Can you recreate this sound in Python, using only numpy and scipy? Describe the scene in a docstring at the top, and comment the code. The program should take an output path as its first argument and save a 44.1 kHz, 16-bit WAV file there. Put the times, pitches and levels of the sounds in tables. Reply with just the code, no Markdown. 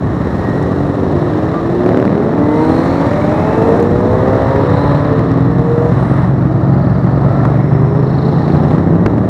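"""A four-cylinder bike cruises, then pulls away, over the rumble of a procession rounding a village corner.
A raspy twin, a tourer and a sports four follow with rising pitch; a big twin thumps past with an uneven beat,
and a lighter bike is heard further off. Fours are sums of engine-cycle multiples, twins are pulses ringing a pipe;
the column is many pulse trains driving exhausts, rattling chains and tyre hiss, with whines, knocks and
overload crackles. The loudest peaks overload the microphone."""
import sys
import numpy as np
from scipy import signal
from scipy.fft import rfft, irfft
from scipy.io import wavfile
from scipy.ndimage import uniform_filter1d

SR = 44100
rng = np.random.default_rng(int(sys.argv[2]) if len(sys.argv) > 2 else 0)


def persist_wave(psi):
    """Save psi, clipped to +-1, as 16-bit WAV."""
    counts = np.round(np.clip(psi, -1, 1) * 32767).astype(np.int16)
    wavfile.write(sys.argv[1], SR, np.atleast_2d(counts).T)


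N = 409688
TIME = np.arange(N) / SR


def undb(db):
    """Decibels to gain."""
    return 10 ** (np.asarray(db) / 20)


def unit(x):
    """Scaled to rms 1."""
    return x / np.sqrt(np.mean(x ** 2))


def curves(table):
    """The columns of a table, joined by straight lines in time."""
    seconds, *columns = np.transpose(table)
    return [np.interp(TIME, seconds, column) for column in columns]


def walk(rate_hz):
    """Smooth chance with spread near 1 that changes rate_hz times a second."""
    points = rng.standard_normal(N // 20)
    return 1.2 * np.interp(TIME * rate_hz, np.arange(len(points)), points)


def band(x, lo_hz, hi_hz, order=4):
    """Band-pass filter."""
    edges_hz = [lo_hz, min(hi_hz, .45 * SR)]
    return signal.sosfilt(signal.butter(order, edges_hz, "band", fs=SR, output="sos"), x)


def colour(x, points, size=4096):
    """Causal minimum-phase filter with the given (Hz, dB) response."""
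    hz, db = np.transpose(points)
    bin_hz = np.arange(size // 2 + 1) * SR / size
    log_gain = np.log(undb(np.interp(np.log(bin_hz + 1), np.log(hz), db)))
    cepstrum = irfft(log_gain)[:size // 2]
    cepstrum[1:] *= 2  # folded onto positive time
    impulse_response = irfft(np.exp(rfft(cepstrum, size)))
    return signal.oaconvolve(x, impulse_response)[:N]


def swell(start_s, end_s):
    """Half-sine rise and fall of a bike going by."""
    return np.sin(np.pi * np.clip((TIME - start_s) / (end_s - start_s), 0, 1))


def running(speed, fade_s):
    """1 over the span of a speed table, fading just outside both ends."""
    inside_s = np.minimum(TIME - speed[0][0], speed[-1][0] - TIME)
    return np.clip(inside_s / fade_s + 1, 0, 1)


def pack(slow_hz, fast_hz, scatter_db, jitter, count):
    """Firing pulses of many bikes, each on its own drifting throttle."""
    pulses = np.zeros(N)
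    for hz in np.geomspace(slow_hz, fast_hz, count):
        firing_hz = hz * (1 + .06 * walk(.7) + jitter * walk(40))
        turns = np.cumsum(firing_hz) / SR + rng.random()
        fired = np.flatnonzero(np.diff(np.floor(turns)) > 0)
        size_db = scatter_db * rng.standard_normal(N)[fired] + 2 * walk(0.906)[fired]
        pulses[fired] -= undb(size_db) / np.sqrt(hz)
    return pulses


# The column far off, always there: level in dB of pipe bark, engine clatter, chain sizzle, tyre hiss.
FAR_DB = (-26, -30.5, -51.5, -62.5)
# Bikes coming close. Each row: nearest at seconds, approach in seconds, leaving in seconds,
# level in dB of pipe bark, engine clatter, chain sizzle, tyre hiss.
PASSES = [(0.45, 0.35, 0.59, -28, -30.5, -46, -56), (1.35, 0.3, 1, -24.5, -30.5, -45.5, -58),
          (1.87, 0.07, 0.1, -18.5, -46, -52, -64), (2.8, 0.25, 0.99, -24, -26.5, -42, -52),
          (3.75, 0.26, 0.089, -18, -26, -50.5, -55.5), (4.35, 0.33, 0.33, -22.5, -26.5, -48, -57.5),
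          (4.82, 0.49, 0.52, -23.5, -24.5, -43, -59.5), (5.9, 0.25, 0.26, -25.5, -30.5, -51, -58.5),
          (6.22, 0.3, 0.054, -38, -27, -47.5, -68.5), (7.45, 0.24, 0.12, -21.5, -30, -50, -63),
          (8.7, 0.45, 0.11, -26.5, -31.5, -47.5, -60), (9.29, 0.19, 0.16, -24, -38, -63, -74)]


def passing():
    """Loudness of bark, clatter, sizzle and hiss: each bike swells and fades over the distant column."""
    power = undb(FAR_DB)[:, None] ** 2
    for nearest_s, approach_s, leaving_s, *parts_db in PASSES:
        width_s = np.where(TIME < nearest_s, approach_s, leaving_s)
        near = np.exp(-((TIME - nearest_s) / width_s) ** 2)
        power = power + undb(parts_db)[:, None] ** 2 * near
    return np.sqrt(power)


# Band edges in Hz of thud, boom, bark, clatter, sizzle and hiss.
COLUMN_EDGES_HZ = (25, 100, 330, 800, 2400, 6000, 15500)
# Colours of exhausts, running gear and hiss. 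Each row: frequency in Hz, gain in dB.
EXHAUST_COLOUR = [(15, -71.5), (25, -23), (73, -1.5), (128, 3), (186, 2.5), (265, -0.5), (455, -5.5),
                  (610, -3.5), (723, -5), (912, -11), (1000, -13.5), (1300, -50.5), (2200, -120)]
GEAR_COLOUR = [(410, -24), (700, -1), (1190, -2), (1530, -12), (1840, -9.5), (2380, -30), (3270, -32),
               (3960, -25.5), (4670, -38.5), (5510, -39), (6200, -55), (8060, -73), (13600, -120)]
HISS_COLOUR = [(2940, -33), (5000, -4), (5520, 1.5), (6220, -5.5), (7660, -9), (10100, -16), (11900, -16),
               (15500, -31)]
# Low rumble of the whole column. Each row: time in seconds, thud level in dB, boom level in dB.
RUMBLE = [(0, -23.5, -16.5), (1.2, -25, -19), (1.7, -28, -18.5), (2.3, -33, -16), (2.8, -25.5, -16.5),
          (3.8, -27, -14.5), (3.95, -20.5, -14), (4.799, -20.5, -20.5), (5.3, -26, -19),
          (6.5, -28.5, -16.5), (7.8, -29.5, -18.5), (8.8, -27, -13.5), (9.29, -29, -16.5)]


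def column():
    """Firings ring the pipes; valves and chains rattle in step with them over an even tyre noise."""
    gas_share, smooth_share, burst_decay_s = 0.62, 1.2, 0.0086
    pulses = unit(pack(slow_hz=14, fast_hz=95.08, scatter_db=0.5, jitter=.015, count=9))
    bursts = unit(signal.lfilter([1], [1, -np.exp(-1 / (burst_decay_s * SR))], -pulses))
    gas = gas_share * bursts * rng.standard_normal(N)
    exhaust = colour(pulses + gas, EXHAUST_COLOUR)
    rattle = (bursts + smooth_share) * rng.standard_normal(N)
    gear, hiss = colour(rattle, GEAR_COLOUR), colour(rattle, HISS_COLOUR)
    parts = (exhaust, exhaust, exhaust, gear, gear, hiss)  # thud, boom, bark, clatter, sizzle, hiss
    gains = [*undb(curves(RUMBLE)), *passing()]
    out = np.zeros(N)
    for k, (part, gain) in enumerate(zip(parts, gains)):
        voice = band(part, COLUMN_EDGES_HZ[k], COLUMN_EDGES_HZ[k + 1])
        running_rms = np.sqrt(uniform_filter1d(voice ** 2, SR // 4))  # over 1/4 s
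        out += gain * voice / running_rms
    return out


# Gears, intakes, far pipes and one brief squeak. Each row: start in seconds, end in seconds,
# start in Hz, end in Hz, level in dB, pitch waver as a share.
WHINES = [(0.228, .8, 1850, 1920, -35.5, 0.015), (1.523, 1.625, 1178, 1193, -24, 0.0093),
          (2.296, 2.752, 1910, 2156, -38.5, 0.0097), (2.508, 3.203, 3930, 4720, -49, .02),
          (3.201, 3.803, 2470, 2680, -44.5, 0.023), (4.595, 5.045, 3840, 4120, -43.5, 0.036),
          (4.704, 5.905, 250.2, 288, -18.5, 0.006), (6.001, 6.905, 296.4, 339, -28, 0.0069),
          (6.549, 7.006, 775, 865, -32, 0.0034), (7.196, 7.572, 1295, 1375, -33.5, 0.0093)]


def whines():
    """Narrow gliding tones that swell and fade as their bike goes by."""
    out = np.zeros(N)
    for start_s, end_s, start_hz, end_hz, level_db, waver in WHINES:
        along = np.clip((TIME - start_s) / (end_s - start_s), 0, 1)
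        hz = (start_hz + (end_hz - start_hz) * along) * (1 + waver * walk(300))
        tone = np.sqrt(2) * np.sin(2 * np.pi * np.cumsum(hz) / SR)
        out += undb(level_db) * swell(start_s, end_s) * tone
    return out


# Chains, valve gear and pipes ringing as single bikes go by. Each row: start in seconds, end in seconds,
# centre in Hz, width in Hz, level in dB, beats per second.
SIZZLES = [(0, 1.6, 477, 86, -27, 47), (2.5, 3.05, 4120, 350, -46, 55), (2.5, 3.8, 2140, 400, -40, 59),
           (2.45, 3.0, 8700, 1800, -59, 55), (4.55, 5.1, 8600, 2000, -63, 50),
           (5.9, 6.33, 8700, 1800, -60.5, 42.3), (6, 7.6, 647, 130, -27.5, 23), (6, 8, 1293, 200, -36, 23),
           (6.3, 7.6, 4400, 800, -55, 23), (7.2, 9, 5320, 350, -58.5, 19), (7.3, 7.95, 2050, 300, -44, 25),
           (7.9, 9.2, 800, 120, -29, 32), (7.95, 8.7, 4060, 600, -45, 28), (5.14, 5.4, 340, 90, -23, 20)]


def sizzles():
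    """Metal parts hiss in a narrow band, shaken at a slightly wandering beat."""
    depth = 0.56
    out = np.zeros(N)
    for start_s, end_s, centre_hz, width_hz, level_db, beat_hz in SIZZLES:
        shake = 1 + depth * np.cos(2 * np.pi * beat_hz * TIME + 0.8 * walk(9.3))
        lo_hz, hi_hz = centre_hz - width_hz / 2, centre_hz + width_hz / 2
        ring = band(shake * rng.standard_normal(N), lo_hz, hi_hz, order=2)
        out += undb(level_db) * swell(start_s, end_s) * unit(ring)
    return out


# Suspension on the rough road. Each row: start in seconds, level in dB, length scale in seconds (twice the rise).
KNOCKS = [(3.13, -15, .0018), (5.193, -11, 0.0022), (5.316, -13, .002), (6.231, -17, .002),
          (7.451, -6, 0.0035), (8.708, -11, .002), (9.06, -1, 0.0038)]
# Colour of a knock. Each row: frequency in Hz, gain in dB.
KNOCK_COLOUR = [(59, -25), (100, 1), (281, 7), (556, -4.5), (1220, -5), (1960, -15.5), (2680, -32.5),
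                (5080, -39), (14000, -61)]


def knocks():
    """Short dull blows: coloured noise under a quick rise and exponential fall."""
    envelope = np.zeros(N)
    for start_s, level_db, length_s in KNOCKS:
        age = np.maximum(TIME - start_s, 0) / (length_s / 2)
        envelope += undb(level_db) * age * np.exp(1 - age)
    return envelope * unit(colour(rng.standard_normal(N), KNOCK_COLOUR))


# Sharp overload crackles, many of them on a knock.
# Each row: start in seconds, peak in dB before gain_db, top of the snap in Hz.
CRACKLES = [(0.6279, -24, 7000), (3.134, -22, 3500), (3.8007, -22, 6000), (3.8266, -24, 7000),
            (5.1935, -22, 6500), (5.3167, -22, 4200), (6.231, -27, 3000), (6.8965, -29, 3200),
            (7.452, -24, 3000), (8.71, -24, 3800), (9.0635, -7, 2900)]


def crackles():
    """Tiny overload snaps of decaying noise, over within milliseconds."""
    gain_db, decay_s, lo_hz = -4.5, 0.0007, 1500
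    out = np.zeros(N)
    age_s = np.arange(512) / SR
    for start_s, peak_db, top_hz in CRACKLES:
        burst = rng.standard_normal(len(age_s)) * np.exp(-age_s / decay_s)
        snap = band(burst, lo_hz, top_hz, order=2)
        out[int(start_s * SR):][:len(age_s)] += undb(peak_db + gain_db) * snap / np.abs(snap).max()
    return out


# A bike that has left loses treble: dB per octave above DULL_HZ for each second.
DULL_DB_PER_S, DULL_HZ = 13.5, 490


def engine(speed, level, orders, firing_db, pipe, weak_db, scatter_db, waver, wander_db,
           gas_db, gas_hz, gas_turns, fade_s, smear, leaves_s):
    """Multiples of the engine cycle glide through the pipe's resonances, with a puff of gas each cycle."""
    (cycle_hz,), (level_db,) = curves(speed), curves(level)
    pipe_hz, pipe_db = np.transpose(pipe)
    turns = np.cumsum(cycle_hz * (1 + waver * walk(25.04))) / SR
    cycle_scatter = np.interp(turns, np.arange(1000), rng.standard_normal(1000))
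    strength = undb(scatter_db * cycle_scatter)
    puffs = rng.standard_normal(N) * np.exp(-(turns % 1) / gas_turns)
    out = undb(gas_db) * unit(band(puffs, 240, gas_hz, order=3))
    heard = running(speed, fade_s)
    on = heard > 0
    dullness_db = DULL_DB_PER_S * np.maximum(TIME[on] - leaves_s, 0)
    for k in range(orders[0], 2 * orders[-1]):
        hz = k * cycle_hz[on]
        db = firing_db[orders.index(k)] if k in orders else weak_db  # cylinders never fire quite alike
        db = db + np.interp(np.log(hz), np.log(pipe_hz), pipe_db)
        db = db - dullness_db * np.maximum(np.log2(hz / DULL_HZ), 0)
        db = db + wander_db * walk(7)[on]  # reflections come and go as the bike moves
        lag = smear * k * np.log(k)  # the pipe spreads each pulse in time
        out[on] -= np.sqrt(2) * undb(db) * np.cos(2 * np.pi * k * turns[on] - lag)
    return out * strength * heard * undb(level_db)


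def thumper(speed, level, firings, pipe, scatter_db, jitter_s, gas_db, gas_lo_hz, gas_hi_hz, gas_s, fade_s):
    """Separate beats: each firing kicks the pipe and lets out a puff of gas, the hardest ones most."""
    (cycle_hz,), (level_db,) = curves(speed), curves(level)
    turns = np.cumsum(cycle_hz) / SR
    pulses = np.zeros(N)
    for place, firing_db in firings:
        fired = np.flatnonzero(np.diff(np.floor(turns - place)) > 0)
        size, late = rng.standard_normal((len(fired), 2)).T
        late_samples = (late * jitter_s * SR).astype(int)
        pulses[(fired + late_samples) % N] += undb(firing_db + scatter_db * size)
    puffs = signal.lfilter([1], [1, -np.exp(-1 / (gas_s * SR))], pulses ** 2)
    gas = band(puffs * rng.standard_normal(N), gas_lo_hz, gas_hi_hz, order=3)
    note = undb(gas_db) * unit(gas) - unit(colour(pulses - pulses.mean(), pipe))
    return note * running(speed, fade_s) * undb(level_db)


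# Each row: time in seconds, engine cycles per second.
LIGHT_SPEED = [(7.7, 48.7), (8.3, 54.3), (8.65, 59.9)]
# Each row: time in seconds, level in dB.
LIGHT_LEVEL = [(7.7, -22.5), (8.1, -25), (8.65, -28)]
# Strong multiples of the engine cycle, and their gains in dB.
LIGHT_ORDERS = (4, 8)
LIGHT_FIRING_DB = (-5, -3)
# Pipe response. Each row: frequency in Hz, gain in dB.
LIGHT_PIPE = [(200, -2.5), (450, 1), (900, -8)]


def light_bike():
    """A lighter bike further off: rising multiples of its engine cycle through a soft pipe."""
    return engine(LIGHT_SPEED, LIGHT_LEVEL, LIGHT_ORDERS, LIGHT_FIRING_DB, LIGHT_PIPE,
                  weak_db=-16, scatter_db=0.0, waver=0.0022, wander_db=1.5, gas_db=-6.5, gas_hz=985,
                  gas_turns=0.14, fade_s=0.038, smear=1.208, leaves_s=9.7)


# Each row: time in seconds, engine cycles per second.
RED_SPEED = [(0, 46.6), (.35, 46.15), (.85, 48), (1, 47.5), (1.5, 53), (1.75, 58.1), (2.1, 65.8),
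             (2.3, 70.4)]
# Each row: time in seconds, level in dB.
RED_LEVEL = [(0, -28.5), (0.6, -24.5), (1.1, -21.5), (1.75, -22.5), (2.3, -21)]
# Strong multiples of the engine cycle, and their gains in dB.
RED_ORDERS = (2, 3, 4, 6, 8)
RED_FIRING_DB = (-7, -2.5, -5, -0.5, -4)
# Pipe response. Each row: frequency in Hz, gain in dB.
RED_PIPE = [(90, -8), (140, 1), (200, -4), (280, -0.5), (340, -1), (390, 2.5), (480, -2.5), (545, -9),
            (590, -1), (680, -22), (900, -31)]


def red_four():
    """Red four, cruising and then pulling away: low multiples come and go as they rise."""
    return engine(RED_SPEED, RED_LEVEL, RED_ORDERS, RED_FIRING_DB, RED_PIPE,
                  weak_db=-9.5, scatter_db=-0.5, waver=0.0045, wander_db=3.5, gas_db=-6.0, gas_hz=776,
                  gas_turns=0.32, fade_s=0.091, smear=1.377, leaves_s=4.2)


# Each row: time in seconds, engine cycles per second.
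TOURER_SPEED = [(2.35, 35.8), (2.5, 37.5), (2.8, 41), (3, 44), (3.17, 47.3), (3.25, 49.2), (3.42, 52.81),
                (3.6, 55.8), (3.8, 59)]
# Each row: time in seconds, level in dB.
TOURER_LEVEL = [(2.35, -26), (2.7, -21.5), (3.05, -22), (3.45, -23), (3.8, -20.5)]
# Strong multiples of the engine cycle, and their gains in dB.
TOURER_ORDERS = (4, 6, 8, 10, 12, 16, 20, 24)
TOURER_FIRING_DB = (-8, -4.5, 2.5, -9.5, -3.5, 0.5, -1, -2)
# Pipe response. Each row: frequency in Hz, gain in dB.
TOURER_PIPE = [(150, 0.5), (230, -7), (275, 3.5), (325, -1), (380, -8), (445, 5), (490, 2.5), (560, -3),
               (645, -3.5), (725, -11), (800, -5), (930, -5.5), (1060, -25), (1500, -28), (3000, -41)]


def tourer():
    """Four-cylinder tourer, pulling until its throttle shuts: strong even multiples climb through the pipe."""
    return engine(TOURER_SPEED, TOURER_LEVEL, TOURER_ORDERS, TOURER_FIRING_DB, TOURER_PIPE,
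                  weak_db=-13, scatter_db=1.0, waver=0.0024, wander_db=3.0, gas_db=-5.5, gas_hz=1150,
                  gas_turns=0.31, fade_s=0.065, smear=2.6, leaves_s=4.3)


# Each row: time in seconds, engine cycles per second.
SPORT_SPEED = [(3.35, 52.6), (3.55, 54.3), (3.7, 55.82), (3.83, 58.4), (4.05, 61.3), (4.3, 65.5),
               (4.55, 67.7), (4.75, 70.58), (5.2, 74.6), (5.88, 79.52)]
# Each row: time in seconds, level in dB.
SPORT_LEVEL = [(3.35, -33), (3.75, -21.5), (3.95, -22.5), (4.2, -22), (4.6, -21.5), (5.1, -24.5),
               (5.4, -31), (5.88, -23)]
# Strong multiples of the engine cycle, and their gains in dB.
SPORT_ORDERS = (4, 6, 7, 8, 9, 10, 12, 14)
SPORT_FIRING_DB = (-1, 1.5, -2.5, 1, -5.5, 0.5, 1, -2)
# Pipe response. Each row: frequency in Hz, gain in dB.
SPORT_PIPE = [(240, -8.5), (280, 6), (330, -4), (410, -1.5), (480, 1), (540, -6), (600, 0), (670, -5.5),
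              (720, -22), (770, -6.5), (820, -9.5), (900, -11.5), (980, -1), (1100, -19.5), (3000, -43)]


def sports_four():
    """Sports four in one long pull: close-set multiples sweep over sharp pipe resonances."""
    return engine(SPORT_SPEED, SPORT_LEVEL, SPORT_ORDERS, SPORT_FIRING_DB, SPORT_PIPE,
                  weak_db=-18.5, scatter_db=1.0, waver=0.002, wander_db=3.5, gas_db=-10.5, gas_hz=1120,
                  gas_turns=0.2, fade_s=0.046, smear=2.6, leaves_s=5.15)


# Each row: time in seconds, engine cycles per second.
DRONE_SPEED = [(2.5, 48.6), (2.8, 52.7), (3, 56.2), (3.15, 58.9), (3.3, 60.6), (3.5, 62)]
# Each row: time in seconds, level in dB.
DRONE_LEVEL = [(2.5, -27), (2.75, -20), (3, -20), (3.25, -22), (3.5, -28)]
# Strong multiples of the engine cycle, and their gains in dB.
DRONE_ORDERS = (5, 10, 15)
DRONE_FIRING_DB = (0, 0, -2)
# Pipe heard from behind. Each row: frequency in Hz, gain in dB.
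DRONE_PIPE = [(240, -2), (275, 4.5), (305, -7), (490, -13), (550, -6), (595, 2), (640, -1), (850, -21),
              (920, -4.5), (1100, -23), (1800, -31)]


def raspy_drone():
    """Raspy twin drawing away, its beats merged into a drone of rising multiples."""
    return engine(DRONE_SPEED, DRONE_LEVEL, DRONE_ORDERS, DRONE_FIRING_DB, DRONE_PIPE,
                  weak_db=-17.5, scatter_db=-0.5, waver=0.003, wander_db=1.0, gas_db=-16, gas_hz=1000,
                  gas_turns=0.2, fade_s=0.08, smear=1.5, leaves_s=3.5)


# Each row: time in seconds, engine cycles per second.
RASPY_SPEED = [(1.84, 35.6), (1.9, 36.2), (1.97, 36.85), (2.06, 38.7), (2.14, 40.35), (2.21, 42.6),
               (2.3, 45.3), (2.37, 46.7), (2.45, 47.9), (2.7, 51.3)]
# Each row: time in seconds, level in dB.
RASPY_LEVEL = [(1.84, -13), (1.89, -11), (2.1, -12), (2.27, -15), (2.45, -19.5), (2.7, -30)]
# Two unevenly spaced firings. 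Each row: place in the cycle 0-1, gain in dB.
RASPY_FIRINGS = [(.33, 0), (.935, -4)]
# Open pipe. Each row: frequency in Hz, gain in dB.
RASPY_PIPE = [(40, -20), (150, -5), (205, 1), (250, 6), (320, 0), (400, 0), (480, -3), (590, -3),
              (720, -12), (1200, -19), (2000, -30), (2700, -43), (5000, -54), (9000, -68), (15000, -85)]


def raspy_twin():
    """Raspy twin, throttle snapped open in the bend: hard, bright, uneven firings, overloaded at the peaks."""
    return thumper(RASPY_SPEED, RASPY_LEVEL, RASPY_FIRINGS, RASPY_PIPE,
                   scatter_db=1, jitter_s=.00004, gas_db=-22, gas_lo_hz=700, gas_hi_hz=1900,
                   gas_s=.0012, fade_s=0.03)


# An open throttle brightens each firing. Each row: frequency in Hz, gain in dB.
OPEN_THROTTLE = [(150, -1), (225, 8), (300, 8), (430, 12.5), (1000, 0.5)]


def opened(note, throttle):
    """An exhaust note grows brighter as the throttle opens."""
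    (opening,) = curves(throttle)
    return note + np.clip(opening, 0, 1) * (colour(note, OPEN_THROTTLE) - note)


# Each row: time in seconds, engine cycles per second.
TWIN_SPEED = [(4.75, 16.83), (5.5, 21.59), (5.85, 21.34), (6.05, 22.7), (6.5, 22.32), (6.9, 22.8),
              (7.2, 23.01), (7.45, 23.8), (7.7, 24.11), (8.2, 27.03), (8.7, 30.26), (8.9, 32.73),
              (9.15, 37.13), (9.29, 38.76)]
# Each row: time in seconds, level in dB.
TWIN_LEVEL = [(4.75, -14.5), (5.45, -11), (5.85, -14), (6.05, -10.5), (7.15, -11.5), (7.5, -10.5),
              (8.0, -11.5), (8.35, -15.5), (8.75, -12), (9.29, -15)]
# Two unevenly spaced firings. Each row: place in the cycle 0-1, gain in dB.
TWIN_FIRINGS = [(.37, 0), (.74, -.5)]
# Pipe response. Each row: frequency in Hz, gain in dB.
TWIN_PIPE = [(30, -31.5), (65, -10), (88, -14), (113, 1), (140, 5.5), (176, 1), (205, -13), (260, -11),
             (310, -11), (420, -22.5), (650, -23), (900, -31.5), (2000, -50.5), (5000, -82), (12000, -105)]
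# Each row: time in seconds, throttle opening 0-1.
TWIN_THROTTLE = [(7.9, 0.02), (8.35, 0.37), (8.75, 0.55), (9.1, 0.72)]


def big_twin():
    """Big twin, thumping past and then speeding up: uneven kicks ring a low pipe, brighter as it opens."""
    note = thumper(TWIN_SPEED, TWIN_LEVEL, TWIN_FIRINGS, TWIN_PIPE,
                   scatter_db=2.0, jitter_s=.0002, gas_db=-23.5, gas_lo_hz=358, gas_hi_hz=1220,
                   gas_s=0.015, fade_s=0.66)
    return opened(note, TWIN_THROTTLE)


def scene():
    """Six bikes stand out from the column, with whines, ringing metal, knocks and brief overload crackles."""
    small_noises = whines() + sizzles() + knocks() + crackles()
    fours = red_four() + tourer() + sports_four()
    twins = raspy_twin() + raspy_drone() + big_twin()
    return (column() + small_noises + light_bike() + fours + twins)[None]


def record(dry):
    """The microphone overloads on the highest peaks, sooner on the negative side; the top is cut."""
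    top_hz = 15750
    clipped = np.clip(dry, -.97, 1)
    return signal.sosfilt(signal.ellip(10, .2, 80, top_hz, fs=SR, output="sos"), clipped)


dry = scene()
out = record(dry)
persist_wave(out)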